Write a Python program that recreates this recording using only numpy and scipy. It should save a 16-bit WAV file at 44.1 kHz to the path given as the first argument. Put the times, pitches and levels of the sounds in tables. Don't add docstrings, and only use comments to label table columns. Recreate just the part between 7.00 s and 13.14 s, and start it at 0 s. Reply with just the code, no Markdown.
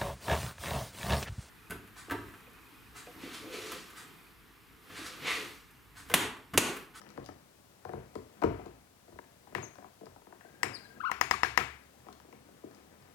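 import sys
import numpy as np
from scipy import signal
from scipy.fft import rfft, irfft
from scipy.io import wavfile
from scipy.ndimage import uniform_filter1d

SR = 44100
rng = np.random.default_rng(int(sys.argv[2]) if len(sys.argv) > 2 else 0)


def int16_out(signal):
    q = np.round(np.clip(np.atleast_2d(signal).T, -1, 1) * 32767)
    wavfile.write(sys.argv[1], SR, q.astype(np.int16))


def convert_level_to_amplitude(level_db):
    exponent = np.asarray(level_db, float) / 20
    return 10 ** exponent


N = 270950


def slow(rate):
    hold = int(SR / rate)
    steps = np.repeat(rng.standard_normal(N // hold + 1), hold)
    return 1.605 * uniform_filter1d(steps, hold)[:N]


def shaped(x, points):
    hz, db = np.transpose(points)
    f = np.arange(len(x) // 2 + 1) * SR / len(x) + 1
    gain = convert_level_to_amplitude(np.interp(np.log(f), np.log(hz), db))
    y = irfft(rfft(x) * gain, len(x))
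    return y / np.sqrt(np.mean(y ** 2))


def ring(times, peak_db, modes, push_s, scatter_db, detune, centre_hz=None, choke_s=1):
    seat_db_per_octave = -8
    hz, db, t60 = np.array(modes).T[:, :, None]
    t = np.arange(int(.35 * SR)) / SR
    signs = np.where(np.arange(len(modes)) % 2, -1, 1)
    envelope = (1 - np.exp(-t / push_s)) ** 2 * np.exp(-(t / choke_s) ** 3)
    chance = rng.standard_normal((len(times), 2, len(modes), 1))
    out = np.zeros(N + SR)
    for k, (size, tune) in enumerate(chance):
        near_db = 0
        if centre_hz is not None:
            near_db = seat_db_per_octave * np.abs(np.log2(hz / centre_hz[k]))
        decay = convert_level_to_amplitude(db + near_db + scatter_db * size - 60 * t / t60)
        rings = decay * np.sin(2 * np.pi * hz * (1 + detune * tune) * t)
        y = (signs @ rings) * envelope
        start = int(times[k] * SR)
        out[start:start + len(t)] += convert_level_to_amplitude(peak_db[k]) * y / np.abs(y).max()
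    return out[:N]


def crack(times, peak_db, colour, t60):
    t = np.arange(600) / SR
    out = np.zeros(N + SR)
    for s, peak in zip(times, peak_db):
        y = shaped(rng.standard_normal(len(t)), colour) * convert_level_to_amplitude(-60 * t / t60)
        start = int(s * SR)
        out[start:start + len(t)] += convert_level_to_amplitude(peak) * y / np.abs(y).max()
    return out[:N]


def wandering_tone(slips, overtones_db, wobble, flutter_db, rate):
    s, hz, db = np.concatenate(slips).T
    t = np.arange(N) / SR
    on = sum(((t >= slip[0][0]) & (t <= slip[-1][0])) * 1. for slip in slips).clip(0, 1)
    pitch = np.interp(t, s, hz) * (1 + wobble * slow(rate))
    phase = 2 * np.pi * np.cumsum(pitch) / SR
    tone = np.sin(phase)
    for k, overtone_db in enumerate(overtones_db):
        tone += convert_level_to_amplitude(overtone_db) * np.sin((k + 2) * phase)
    level = convert_level_to_amplitude(np.interp(t, s, db) + flutter_db * slow(rate))
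    return uniform_filter1d(on, size=130) * level * tone


# (frequency [Hz], level [dB])
AIR = [(20, -47), (40, -23), (70, 0), (330, 0.5), (600, -1), (1100, -5), (2400, -11), (16000, -20)]


def room_air():
    return convert_level_to_amplitude(-60.5 + 0.72 * slow(3.52)) * shaped(rng.standard_normal(N), AIR)


# (time [s], pitch [Hz], level [dB])
DRONE = [
    (3.6, 64.4, -73),
    (3.9, 67.7, -70),
    (4.4, 69.36, -52),
    (5.1, 70.9, -70.5),
    (5.6, 76, -74.5),
    (5.95, 83.7, -72),
    (6.14, 83.9, -72),
]


def motor():
    return wandering_tone([DRONE], [-14], wobble=.03, flutter_db=2.5, rate=8)


# (frequency [Hz], time to fall 60 dB [s], level [dB])
GARAGE = [(60, 0.78, -33), (153.2, 0.22, -15), (400, 0.3, -27), (1080, 0.45, -32.5), (2380, 0.46, -27.5),
          (4840, 0.41, -29), (9900, 0.34, -29.5), (17200, 0.19, -51)]
# (delay [s], level [dB])
ECHOES = [
    (.0040, -10),
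    (.0062, -17),
    (.0125, -21),
]


def garage(near, far):
    t = np.arange(int(.9 * SR)) / SR
    hz, t60, db = np.transpose(GARAGE)
    f, frames, z = signal.stft(rng.standard_normal(len(t)), SR, nperseg=256)
    at = np.log(f + 40)[:, None]
    start_db = np.interp(at, np.log(hz), db)
    z = z * convert_level_to_amplitude(start_db - 60 * frames / np.interp(at, np.log(hz), t60))
    tail = signal.istft(z, SR, nperseg=256)[1][:len(t)] * (1 - np.exp(-t / .005)) ** 2
    echoes = sum(convert_level_to_amplitude(echo_db) * np.roll(near, int(delay * SR)) for delay, echo_db in ECHOES)
    return near + uniform_filter1d(echoes, size=3) + signal.fftconvolve(far, tail)[:N]


# (time [s], level [dB])
RUB = [(0.0, -56), (0.2, -57.5), (0.3, -59.5), (0.64, -81), (0.84, -63.5), (0.96, -61), (1.07, -56),
       (1.25, -72.5), (1.5, -45), (1.62, -50), (1.85, -70.5), (2.46, -77), (2.56, -52), (2.85, -82),
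       (3.07, -87), (3.7, -54), (4.85, -74), (5.1, -62)]


def rubbing():
    s, db = np.transpose(RUB)
    rub_db = np.interp(np.arange(N) / SR, s, db)
    hits = (rng.random(N) < 2500 / SR) * rng.standard_normal(N)
    grains = hits * convert_level_to_amplitude(3 * rng.exponential(size=N).clip(0, 3) + 2 * slow(25))
    dull = shaped(grains, [(30, -40), (60, -14), (130, -4), (350, 0), (800, -7), (2000, -28), (6000, -70)])
    bright = shaped(grains, [(300, -50), (700, -12), (1400, 0), (2500, -6), (5000, -24), (12000, -50)])
    bright_db = -6.5 - 0.14 * (rub_db + 61.5)
    return convert_level_to_amplitude(rub_db - 1.5) * (dull + convert_level_to_amplitude(bright_db) * bright)


def strain():
    start_s, end_s = 3.405, 3.995
    start_hz, creep_hz_per_s = 1575, 70
    start_db, swell_db = -60, 3
    end_hz = start_hz + creep_hz_per_s * (end_s - start_s)
    line = [(start_s, start_hz, start_db), (end_s, end_hz, start_db + swell_db)]
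    return wandering_tone([line], [-30], wobble=.013, flutter_db=4, rate=120)


def chirps(rows):
    peak_at, top_at = 0.44, .28
    edge_db = -14.5
    u = np.linspace(0, 1, num=12)
    sag = (np.abs(u - top_at) / (1 - top_at)) ** 1.2
    edge = np.interp(u, [0, peak_at, 1], [1, 0, 1])
    slips = []
    for s, length, top_hz, last_hz, db in rows:
        slips.append(np.transpose([s + length * u, top_hz + (last_hz - top_hz) * sag, db + edge_db * edge]))
    return slips


# (time [s], pitch [Hz], level [dB])
LOW_SQUEAKS = [
    [(3.998, 1275, -57), (4.006, 1290, -29), (4.017, 1668, -36), (4.022, 1505, -54)],
    [(4.027, 1380, -44), (4.041, 989, -27.5), (4.05, 1175, -23), (4.06, 1490, -26), (4.069, 1438, -29),
     (4.076, 1331, -20), (4.084, 1510, -29), (4.093, 1200, -34), (4.1, 1034, -19)],
]
# (time [s], length [s], top pitch [Hz], last pitch [Hz], peak level [dB])
HIGH_SQUEAKS = [
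    (3.732, 0.045, 5100, 3730, -35),
    (3.842, 0.018, 4100, 3840, -48),
]
# (time [s], length [s], top pitch [Hz], last pitch [Hz], peak level [dB])
THIN_SQUEAK = [
    (2.622, .04, 6690, 5700, -36.5),
]


def squeaks():
    low = wandering_tone(LOW_SQUEAKS, [-21, -32, -40], wobble=0.0103, flutter_db=0.5, rate=200)
    high = wandering_tone(chirps(HIGH_SQUEAKS), [-12, -30], wobble=.004, flutter_db=1, rate=150)
    thin = wandering_tone(chirps(THIN_SQUEAK), [-30], wobble=.004, flutter_db=1, rate=150)
    return low + high + thin + strain()


# (time [s], pitch [Hz], peak level [dB], time to fall 60 dB [s])
SPRING = [
    (3.633, 8050, -28, .035),
    (3.633, 7100, -31, .012),
    (3.633, 5600, -30, .015),
    (4.214, 5200, -21, .014),
    (4.313, 5200, -22, .014),
    (4.435, 5200, -23, .014),
    (4.578, 5150, -21, .012),
    (4.576, 6500, -25, .01),
]
# (time [s], pitch [Hz], peak level [dB])
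REBOUNDS = [
    (4.3378, 1145, -19.5),
    (4.446, 1640, -18.5),
    (4.61, 1320, -23.5),
]


def latch_spring():
    out = np.zeros(N)
    for at, hz, db, t60 in SPRING:
        out += ring([at], [db], [(hz, 0, t60)], 0.00034, scatter_db=0, detune=0)
    for at, hz, db in REBOUNDS:
        modes = [(hz, 0, 0.03), (.85 * hz, -5, 0.03)]
        out += ring([at], [db], modes, 0.0017, scatter_db=7, detune=0)
    return out


# (time [s], upper pawl ring [dB], lower pawl ring [dB], hull peak [dB], snap [dB])
LATCH = [
    (2.5498, -16.5, -20, -27.5, -26),
    (3.6314, -11, -16, -29, -17),
    (4.1149, -17, -15, -45, -21),
    (4.212, -9.5, -8, -35, -13.5),
    (4.3107, -9, -8.5, -34, -15),
    (4.4323, -8.5, -8, -31.5, -15.5),
    (4.5753, -5.5, -7.5, -27.5, -12.5),
]
# (frequency [Hz], level [dB], time to fall 60 dB [s])
PAWL_LOW = [(1040, 0, .03), (1350, -8, .03), (800, -15, .03)]
PAWL_HIGH = [(1970, 0, .03), (1650, -9, .03), (2550, -11, .03)]
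# (frequency [Hz], level [dB])
SNAP = [(1500, -38), (3200, -10), (5200, 1), (6500, -6), (9000, -13), (13000, -21), (15000, -9),
        (16500, -21)]
# (frequency [Hz], level [dB])
LATCH_SPREAD = [(450, -32), (750, 1.5), (1300, 0.5), (2200, 0), (3300, -13), (4500, -13), (10000, -22),
                (15500, -8.5)]
# (frequency [Hz], level [dB], time to fall 60 dB [s])
HULL = [(160, -17, .08), (205, -16, .07), (250, -12, .07), (290, -7, .07), (343, -3, .07), (390, -1, .065),
        (445, -1, .06), (520, -9, .045), (590, -4, .045), (680, -3, .045)]
# (frequency [Hz], level [dB], time to fall 60 dB [s])
BOOM = [(57, -10, 0.31), (76, -9, 0.12), (96.7, -3, 0.18), (118.5, -2, 0.12), (140, -2.5, 0.099)]


def latch():
    s, high_db, low_db, hull_db, snap_db = np.transpose(LATCH)
    low = ring(s + .0009, low_db - 1, PAWL_LOW, .0001, scatter_db=1, detune=.01, choke_s=.0026)
    high = -ring(s + .00075, high_db - 1, PAWL_HIGH, .0001, scatter_db=1, detune=.01, choke_s=.0026)
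    hull = ring(s + 0.0019, hull_db - 1.0, HULL, 0.0021, scatter_db=2.5, detune=0.038)
    hull += ring(s + .0015, hull_db - 19, BOOM[2:], .006, scatter_db=2.5, detune=.03)
    spring = latch_spring()
    snap = crack(s, snap_db, SNAP, .006)
    blows = np.zeros(N)
    blows[(s * SR).astype(int)] = convert_level_to_amplitude(high_db + 8.5)
    spread = shaped(blows, LATCH_SPREAD)
    spread = blows.max() * spread / spread.max()
    near = snap + low + high + hull + spring
    far = spread + hull + convert_level_to_amplitude(-10) * snap + .2 * spring
    return near, far


# (frequency [Hz], level [dB], time to fall 60 dB [s])
MOUNT = [(600, 0, .03), (720, 0, .028), (850, 0, .026), (970, 0, .024), (1170, 0, .02), (1360, 0, .017),
         (1600, 0, .014), (1950, 0, .012), (2350, -2, .01), (2800, -4, .008)]
# (frequency [Hz], level [dB])
TICK = [(1500, -10), (3000, 0), (5000, 7.5), (9000, -7.5), (16000, -15)]
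# (frequency [Hz], level [dB])
CLACK = [(500, -32), (1200, 0), (1900, -4), (2600, -16), (5000, -34)]


def seat(s, mount_db, centre_hz, tick_db):
    mount = ring(s, mount_db, MOUNT, .0004, scatter_db=3, detune=.05, centre_hz=centre_hz + 0 * s)
    tick = crack(s, tick_db - 1, TICK, .008)
    clack = crack(s, mount_db - 10.5, CLACK, 0.013)
    return mount + tick + clack


# (time [s], boom [dB], hull panel [dB], mount [dB], tick [dB])
THUDS = [(.1759, -47.5, -32, -30, -41), (0.2882, -50, -37.5, -34.5, -52), (0.8504, -46.5, -35, -28, -40),
         (0.9342, -38, -26, -29, -53), (1.1543, -45.5, -24.5, -30, -35), (1.4181, -59, -23, -27, -39),
         (1.4239, -32.5, -28, -18.5, -42), (1.4368, -29.5, -8.5, -15.5, -31.5),
         (1.4479, -32.5, -22.5, -32, -36), (1.4669, -46, -23, -47, -52), (1.6599, -47.5, -29.5, -40, -42),
         (2.123, -48.5, -40.5, -47, -66), (2.5229, -57, -37, -46, -67), (3.0662, -50, -45, -39.5, -64),
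         (5.636, -57, -32, -46, -64)]
# (time [s], hull panel [dB], mount [dB])
BUMPS = [(0.892, -30.5, -32), (0.972, -29.5, -60), (1.506, -26.5, -42), (1.5944, -32, -37),
         (2.08, -43.5, -48.5), (2.157, -42, -53), (2.1883, -33.5, -33), (2.471, -44, -43.5),
         (2.629, -39, -32), (2.784, -39.5, -36), (2.824, -40, -40.5), (2.8432, -47, -37),
         (3.01, -34.5, -46.5), (3.03, -38, -54), (3.161, -46, -41.5), (3.218, -47, -49),
         (3.2687, -40.5, -41.5), (3.306, -51, -49), (3.3247, -42.5, -38.5), (3.4475, -40.5, -46.5),
         (5.0662, -43, -42.5), (5.0857, -38.5, -33), (5.246, -41, -54), (5.2833, -48, -64),
         (5.3275, -41, -43.5), (5.486, -37.5, -55), (5.77, -45.5, -71)]
# (time [s], mount [dB], mount pitch centre [Hz], tick [dB])
TAPS = [(.0158, -38.5, 1500, -40), (.2515, -60, 2000, -44), (0.0898, -59, 1720, -42.5),
        (0.1034, -45, 2000, -40), (.2435, -45, 800, -41), (0.2612, -45, 1600, -34), (2.241, -47, 1980, -63),
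        (2.5811, -31, 990, -54), (2.7552, -42, 1250, -46), (3.057, -51, 1480, -43), (3.113, -53, 990, -62),
        (3.4087, -41.5, 1460, -58), (5.0025, -49.5, 1151, -53), (5.127, -46, 1300, -40.5),
        (5.2001, -44, 1390, -46.5), (5.3263, -41.5, 1490, -53), (.065, -44.5, 2500, -60),
        (5.712, -49.5, 1020, -48), (5.7479, -65, 1125, -43.5), (6.0244, -48.5, 930, -49)]


def knocks():
    thud_hz, bump_hz = 930, 880
    s, boom_db, hull_db, mount_db, tick_db = np.transpose(THUDS)
    at, panel_db, seat_db = np.transpose(BUMPS)
    boom = ring(s, boom_db - 3, BOOM, .01, scatter_db=3, detune=.04)
    hull = ring(np.r_[s, at], np.r_[hull_db, panel_db] - 3, HULL, .0018, scatter_db=3, detune=.04)
    body = (boom + hull) * convert_level_to_amplitude(2 * slow(70))
    thuds = seat(s, mount_db, thud_hz, tick_db)
    bumps = seat(at, seat_db, bump_hz, seat_db - 16)
    taps = seat(*np.transpose(TAPS))
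    return body + thuds + bumps + taps


def scene():
    squeaking = squeaks()
    air = room_air() + motor()
    handling = knocks() + rubbing()
    near, far = latch()
    far = far + convert_level_to_amplitude(-4.0) * handling + convert_level_to_amplitude(-7.5) * squeaking
    sound = garage(near + handling + squeaking, far)
    since = np.arange(N) / SR - 2.198
    sound = sound * convert_level_to_amplitude(-12 * (since > 0) * np.exp(-np.abs(since) / .08)) + air
    sound = signal.sosfilt(signal.butter(2, 45, "high", fs=SR, output="sos"), sound)
    return np.array([sound, sound])


def top_cut(x):
    return signal.sosfilt(signal.butter(12, 17000, fs=SR, output="sos"), x)


def record(dry):
    port_hz, port_q, leak, lag_s = 150, .8, 1.15, 1.1e-5
    f = np.arange(N // 2 + 1) * SR / N
    w = 1j * f / port_hz
    port = (1 + leak * w) / (1 + w / port_q + w * w) * np.exp(-2j * np.pi * f * lag_s)
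    ports = np.array([dry[0], irfft(rfft(dry[1]) * port, N)])
    hiss_colour = [(100, 2), (2000, -6.0), (8000, -6.0), (16000, -10.5)]
    hiss = np.array([shaped(rng.standard_normal(N), hiss_colour) for _ in range(2)])
    return top_cut(ports + convert_level_to_amplitude(-67.5) * hiss)


dry = scene()
out = record(dry)
int16_out(out)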